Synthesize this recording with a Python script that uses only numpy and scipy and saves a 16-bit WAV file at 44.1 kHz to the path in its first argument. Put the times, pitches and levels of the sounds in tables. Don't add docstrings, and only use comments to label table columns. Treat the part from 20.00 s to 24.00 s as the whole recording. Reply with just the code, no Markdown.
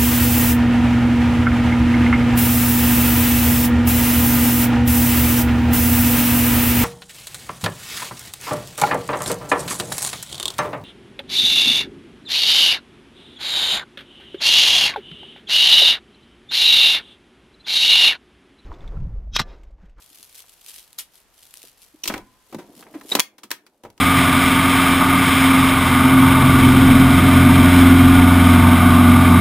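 import sys
import numpy as np
from scipy import signal
from scipy.io import wavfile
from scipy.ndimage import uniform_filter1d

SR = 44100
rng = np.random.default_rng(int(sys.argv[2]) if len(sys.argv) > 2 else 0)


def persist_wave(psi):
    counts = np.round(np.clip(psi, -1, 1) * 32767).astype(np.int16)
    wavfile.write(sys.argv[1], SR, np.atleast_2d(counts).T)


N = 176400
RISE_SHARE = 0.26


def amp(db):
    return 10 ** (np.asarray(db) / 20)


def unit_rms(x):
    return x / np.sqrt(np.mean(x ** 2) + 1e-20)


def curve_at(points, hz):
    freqs, values = np.transpose(points)
    return np.interp(np.log(hz + 1), np.log(freqs + 1), values)


def add(mix, start_s, sound):
    part = mix[:, max(round(start_s * SR), 0):][:, :sound.shape[1]]
    part += sound[:, :part.shape[1]]


def pan_left(x, db):
    return x * amp([[db / 2], [-db / 2]])


def equalise(x, eq, size=4096):
    log_gain = np.log(amp(curve_at(eq, abs(np.fft.fftfreq(size, 1 / SR)))))
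    taps = np.fft.ifft(np.exp(np.conj(signal.hilbert(log_gain)))).real[:size // 2]
    return signal.fftconvolve(np.atleast_2d(x), taps[None], axes=1)[:, :x.shape[-1]]


def spread(noise, eq, width):
    mid, side = noise[0], equalise(noise[1], width)[0]
    return equalise(np.array([mid + side, mid - side]), eq)


def burst(rise_s, decay_s, db, eq, width, size=8192):
    t = np.arange(size) / SR
    envelope = np.minimum(t / rise_s, 1) * np.exp(-np.maximum(t - rise_s, 0) / decay_s)
    noise = spread(envelope * rng.standard_normal((2, size)), eq, width)
    return amp(db) * unit_rms(noise) * np.sqrt(.01 * SR / size)


# freq_hz, gain_db
HISS_EQ = [(12, -33), (30, -3.5), (130, -11.5), (900, -12), (12800, -26.5), (16000, -37.5)]
# freq_hz, side_over_mid_db
ROOM_WIDTH = [(40, 0), (300, -13), (1500, -5.5), (6000, -2.5)]

def hiss(level_db=-61.5):
    return amp(level_db) * unit_rms(spread(rng.standard_normal((2, N)), HISS_EQ, ROOM_WIDTH))


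# freq_hz, t60_s
ROOM_DECAY = [(150, 0.58), (500, 0.21), (1500, 0.26), (4000, 0.17), (16000, 0.15)]

def room(send, predelay_s=0.0055):
    slots, slot_size = SR // 40, 20
    taps = np.zeros((2, slots * slot_size))
    arrivals = np.arange(slots) * slot_size + rng.integers(0, slot_size, (2, slots))
    np.put_along_axis(taps, arrivals, rng.choice([-1., 1.], (2, slots)), 1)
    hz, t, bands = signal.stft(taps, SR, nperseg=256)
    fade = amp(-60 * t / curve_at(ROOM_DECAY, hz)[:, None])
    mid, side = signal.istft(bands * fade, SR, nperseg=256)[1]
    side = equalise(side, ROOM_WIDTH)[0]
    tail = np.pad([mid + side, mid - side], ((0, 0), (round(predelay_s * SR), 0)))
    return signal.fftconvolve(send, tail / np.linalg.norm(tail[0]), axes=1)[:, :N]


# start_s, level_db
TABLE_JOLTS = [(2.084, -35), (2.535, -57), (3.834, -39)]
# freq_hz, gain_db
TABLE_EQ = [(15, 4), (45, 7), (80, -2), (120, 4.5), (200, -31.5), (800, -69)]
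# freq_hz, side_over_mid_db
CONTACT_WIDTH = [(100, -31.5), (400, -34), (1000, -14), (2200, -9.5), (4000, -2.5), (8000, 0), (16000, 3)]

def table_shudder(rise_s=0.0036, decay_s=.06):
    out = np.zeros((2, N))
    for start_s, db in TABLE_JOLTS:
        add(out, start_s, burst(rise_s, decay_s, db, TABLE_EQ, CONTACT_WIDTH, size=32768))
    return out


def metal_ring(modes_hz=(1010, 1025), level_db=-51.5, t60_s=1.04):
    out, t = np.zeros((2, N)), np.arange(SR) / SR
    landing_s = TABLE_JOLTS[0][0]
    modes = sum(np.sin(2 * np.pi * hz * t) for hz in modes_hz)
    add(out, landing_s, amp(level_db - 60 * t / t60_s) * modes[None])
    return out


# time_s, level_db
WRAP_RUB = [(0, -53), (.34, -51), (0.389, -40.5), (.44, -58), (.64, -52), (0.678, -42), (0.812, -46),
            (.85, -56), (1.11, -67), (1.173, -49.5), (1.26, -74.5), (1.38, -54), (1.67, -49.5), (1.75, -64),
            (1.817, -51.5), (1.9, -62), (2.4, -70.5), (2.46, -59.5), (2.7, -63.5), (2.802, -48),
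            (2.86, -63.5), (3.056, -54.5), (3.109, -35.5), (3.302, -62)]
# start_s, level_db
WRAP_CREASES = [(0.229, -44), (.495, -50), (.663, -43), (0.93, -48), (0.9873, -30.5), (1.431, -50),
                (1.54, -42), (1.572, -43.5), (1.63, -44.5)]
# freq_hz, gain_db
FILM_EQ = [(100, -30.5), (450, -14.5), (900, -14), (1900, -9), (3100, -1.5), (5000, -3.5), (7500, -5),
           (11000, -1.5), (14000, -4.5), (16000, -16)]
# freq_hz, side_over_mid_db
FILM_WIDTH = [(200, -12.5), (1500, -18.5), (4000, -5), (10000, -3)]

def bubble_wrap(crinkles_per_s=260, crinkle_decay_s=0.0022, crease_decay_s=0.00088, slide_db=-4.5):
    sizes = amp(6 * np.minimum(rng.exponential(1, N), 2))
    crinkles = sizes * (rng.random(N) < crinkles_per_s / SR)
    power = signal.lfilter([1], [1, -np.exp(-2 / (crinkle_decay_s * SR))], crinkles ** 2)
    rustle = np.sqrt(power / power.mean() + amp(slide_db) ** 2) * rng.standard_normal((2, N))
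    fader = amp(np.interp(np.arange(N) / SR, *np.transpose(WRAP_RUB)))
    out = unit_rms(spread(rustle, FILM_EQ, FILM_WIDTH)) * fader
    for start_s, db in WRAP_CREASES:
        add(out, start_s, burst(RISE_SHARE * crease_decay_s, crease_decay_s, db, FILM_EQ, FILM_WIDTH))
    swish = burst(rise_s=.015, decay_s=0.014, db=-27, eq=FILM_EQ, width=FILM_WIDTH)
    add(out, start_s=0.98, sound=swish)
    return pan_left(out, db=1.7)


# time_s, level_db
PALM_RUB = [(2.5, -61), (2.72, -52.5), (3.151, -52), (3.8, -52)]
# freq_hz, gain_db
THUD_EQ = [(30, -36.5), (90, -20), (160, -9), (300, 1.5), (520, -3.5), (800, -7), (5000, -49)]

def palm_drag(clump_s=.02, clump_db=2.5):
    t = np.arange(N) / SR
    times, levels_db = np.transpose(PALM_RUB)
    fader = amp(np.interp(t, times, levels_db)) * (t > times[0])
    clumps = unit_rms(uniform_filter1d(rng.standard_normal(N), round(clump_s * SR)))
    drag = rng.standard_normal((2, N)) * amp(clump_db * np.minimum(clumps, 2))
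    return unit_rms(spread(drag, THUD_EQ, CONTACT_WIDTH)) * fader


# start_s, pitch_hz, level_db
HAND_BUMPS = [(.107, 307, -60), (0.186, 290, -59.5), (0.44, 940, -58.5), (1.636, 355, -50.5),
              (2.544, 187, -32.5), (2.693, 271, -45), (2.764, 239, -47.5), (3.044, 332, -44),
              (3.44, 250, -35), (3.84, 120, -32.5)]

def hand_bumps(decay_cycles=3.9, skirt_db_per_octave=16.5):
    out = np.zeros((2, N))
    for start_s, hz, db in HAND_BUMPS:
        peak_eq = [(hz * 2. ** octave, -skirt_db_per_octave * abs(octave)) for octave in range(-5, 8)]
        decay_s = decay_cycles / hz
        add(out, start_s, burst(RISE_SHARE * decay_s, decay_s, db, peak_eq, CONTACT_WIDTH))
    return out


# start_s, length_s, pitch_hz, level_db, octave_over_fundamental_db
LID_SQUEAKS = [(1.936, 0.018, 309, -44, -15.5), (2.0333, 0.0084, 2944, -28.5, 5),
               (2.943, 0.029, 314.5, -32, -22.5), (3.114, .012, 3860, -13.5, -17),
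               (3.124, 0.0078, 3980, -22, -12.5)]

def lid_squeaks(jitter=0.054, sag=0.026):
    out = np.zeros((2, N))
    top_hz = max(row[2] for row in LID_SQUEAKS)
    for start_s, length_s, hz, db, octave_db in LID_SQUEAKS:
        progress = np.linspace(0, 1, round(length_s * SR))
        waver = unit_rms(uniform_filter1d(rng.standard_normal(SR // 4), size=12))[:len(progress)]
        pitch_hz = hz * (1 + jitter * waver - sag * (progress - .5))
        left_lead_rad, right_db = 0.96 * hz / top_hz, 2 * hz / top_hz
        phase = 2 * np.pi * np.cumsum(pitch_hz) / SR + np.array([[left_lead_rad], [0]])
        tone = np.sin(phase) + amp(octave_db) * np.sin(2 * phase)
        swell = np.sin(np.pi * progress ** 2)
        add(out, start_s, pan_left(amp(db) * np.sqrt(2) * swell * tone, -right_db))
    return out


# start_s, decay_s, thud_db, clack_db, tick_db
LID_KNOCKS = [(2.036, 0.0077, -48, -47, -27.5), (2.054, 0.0089, -41, -39.5, -29.5),
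              (2.075, 0.0089, -39, -35.5, -19), (2.097, 0.011, -26.5, -28.5, -54),
              (2.118, 0.018, -33, -47, -39.5), (2.138, 0.0075, -29.5, -27.5, -35),
              (2.156, 0.021, -32.5, -40.5, -44.5), (2.178, 0.0033, -43, -60, -40.5),
              (2.524, 0.012, -38, -48, -48), (2.545, 0.0051, -31, -45, -42),
              (2.582, 0.025, -35.5, -45, -45), (2.825, 0.0069, -54.5, -46.5, -53),
              (2.864, 0.013, -50, -51.5, -66), (2.937, 0.026, -36.5, -44, -49.5),
              (3.011, 0.0043, -51.5, -46, -51), (3.114, 0.018, -29, -32, -39),
              (3.165, 0.011, -28.5, -30.5, -44), (3.188, .007, -28.5, -26.5, -39),
              (3.835, 0.007, -31.5, -46, -36), (3.847, 0.014, -23, -34, -41),
              (3.901, 0.0042, -44, -48, -41.5)]
# start_s, decay_s, thud_db, clack_db, tick_db
LATCH_SNAPS = [(3.151, 0.0053, -18.5, -22.5, -14), (3.1947, 0.0052, -36, -21, -11),
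               (3.201, 0.003, -35, -8.5, -0.5), (3.381, 0.009, -42, -38.5, -34),
               (3.432, 0.01, -36.5, -31.5, -25.5), (3.5051, 0.0045, -30, -25, -19),
               (3.5138, 0.0035, -35.5, -15, -9.5), (3.519, 0.016, -34.5, -27, -24),
               (3.664, 0.0072, -53, -42.5, -39), (3.977, 0.0043, -60, -45.5, -40)]
# freq_hz, gain_db
CLACK_EQ = [(30, -63.5), (400, -6.5), (700, -12.5), (1000, 0.5), (2300, -0.5), (3200, -12), (6000, -31.5),
            (16000, -35.5)]
# freq_hz, gain_db
TICK_EQ = [(40, -65), (1500, -17.5), (2600, 4), (3600, 2.5), (6000, 0), (7500, -3), (11000, -5),
           (14000, -4), (16000, -9)]
# pitch_hz, gain_db
CASE_MODES = [(204, -2.5), (287, -4.5), (350, 1), (533, -8.5), (750, -10.5), (944, 4.5), (1005, 1),
              (1275, -3), (2000, -5), (3310, -7.5), (3680, -16)]

def knocks_and_snaps(t60_at_1khz_s=.075):
    hits = np.zeros((2, N))
    for start_s, decay_s, *levels_db in LID_KNOCKS + LATCH_SNAPS:
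        for db, eq in zip(levels_db, (THUD_EQ, CLACK_EQ, TICK_EQ)):
            add(hits, start_s, burst(RISE_SHARE * decay_s, decay_s, db, eq, CONTACT_WIDTH))
    t = np.arange(SR // 2) / SR
    ring = np.zeros_like(t)
    for hz, db in CASE_MODES:
        t60_s = t60_at_1khz_s / np.sqrt(hz / 1000)
        unity_at_peak = 2 * np.log(1000) / (t60_s * SR)
        ring += unity_at_peak * amp(db - 60 * t / t60_s) * np.cos(2 * np.pi * hz * t)
    return pan_left(hits + signal.fftconvolve(hits, ring[None], axes=1)[:, :N], db=0.56)


def scene():
    sealer = knocks_and_snaps() + hand_bumps() + lid_squeaks() + palm_drag()
    wrap = bubble_wrap()
    reverb_send = amp(-13.5) * sealer + amp(-12) * wrap
    return hiss() + table_shudder() + metal_ring() + room(reverb_send) + wrap + sealer


def record(dry):
    threshold_db, release_db_per_s, high_cut_hz = -11, 2, 15900
    power_db = 10 * np.log10(abs(uniform_filter1d((dry ** 2).mean(0), size=220)) + 1e-12)
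    release_db = np.arange(N) * release_db_per_s / SR
    held_db = np.maximum.accumulate(power_db + release_db) - release_db
    duck_db = uniform_filter1d(np.maximum(held_db - threshold_db, 0), size=44)
    limited = np.clip(dry * amp(-duck_db), -1, 1)
    high_cut = signal.firwin(255, high_cut_hz, window=("kaiser", 9), fs=SR)
    return signal.oaconvolve(limited, high_cut[None], "same")


dry = scene()
out = record(dry)
persist_wave(out)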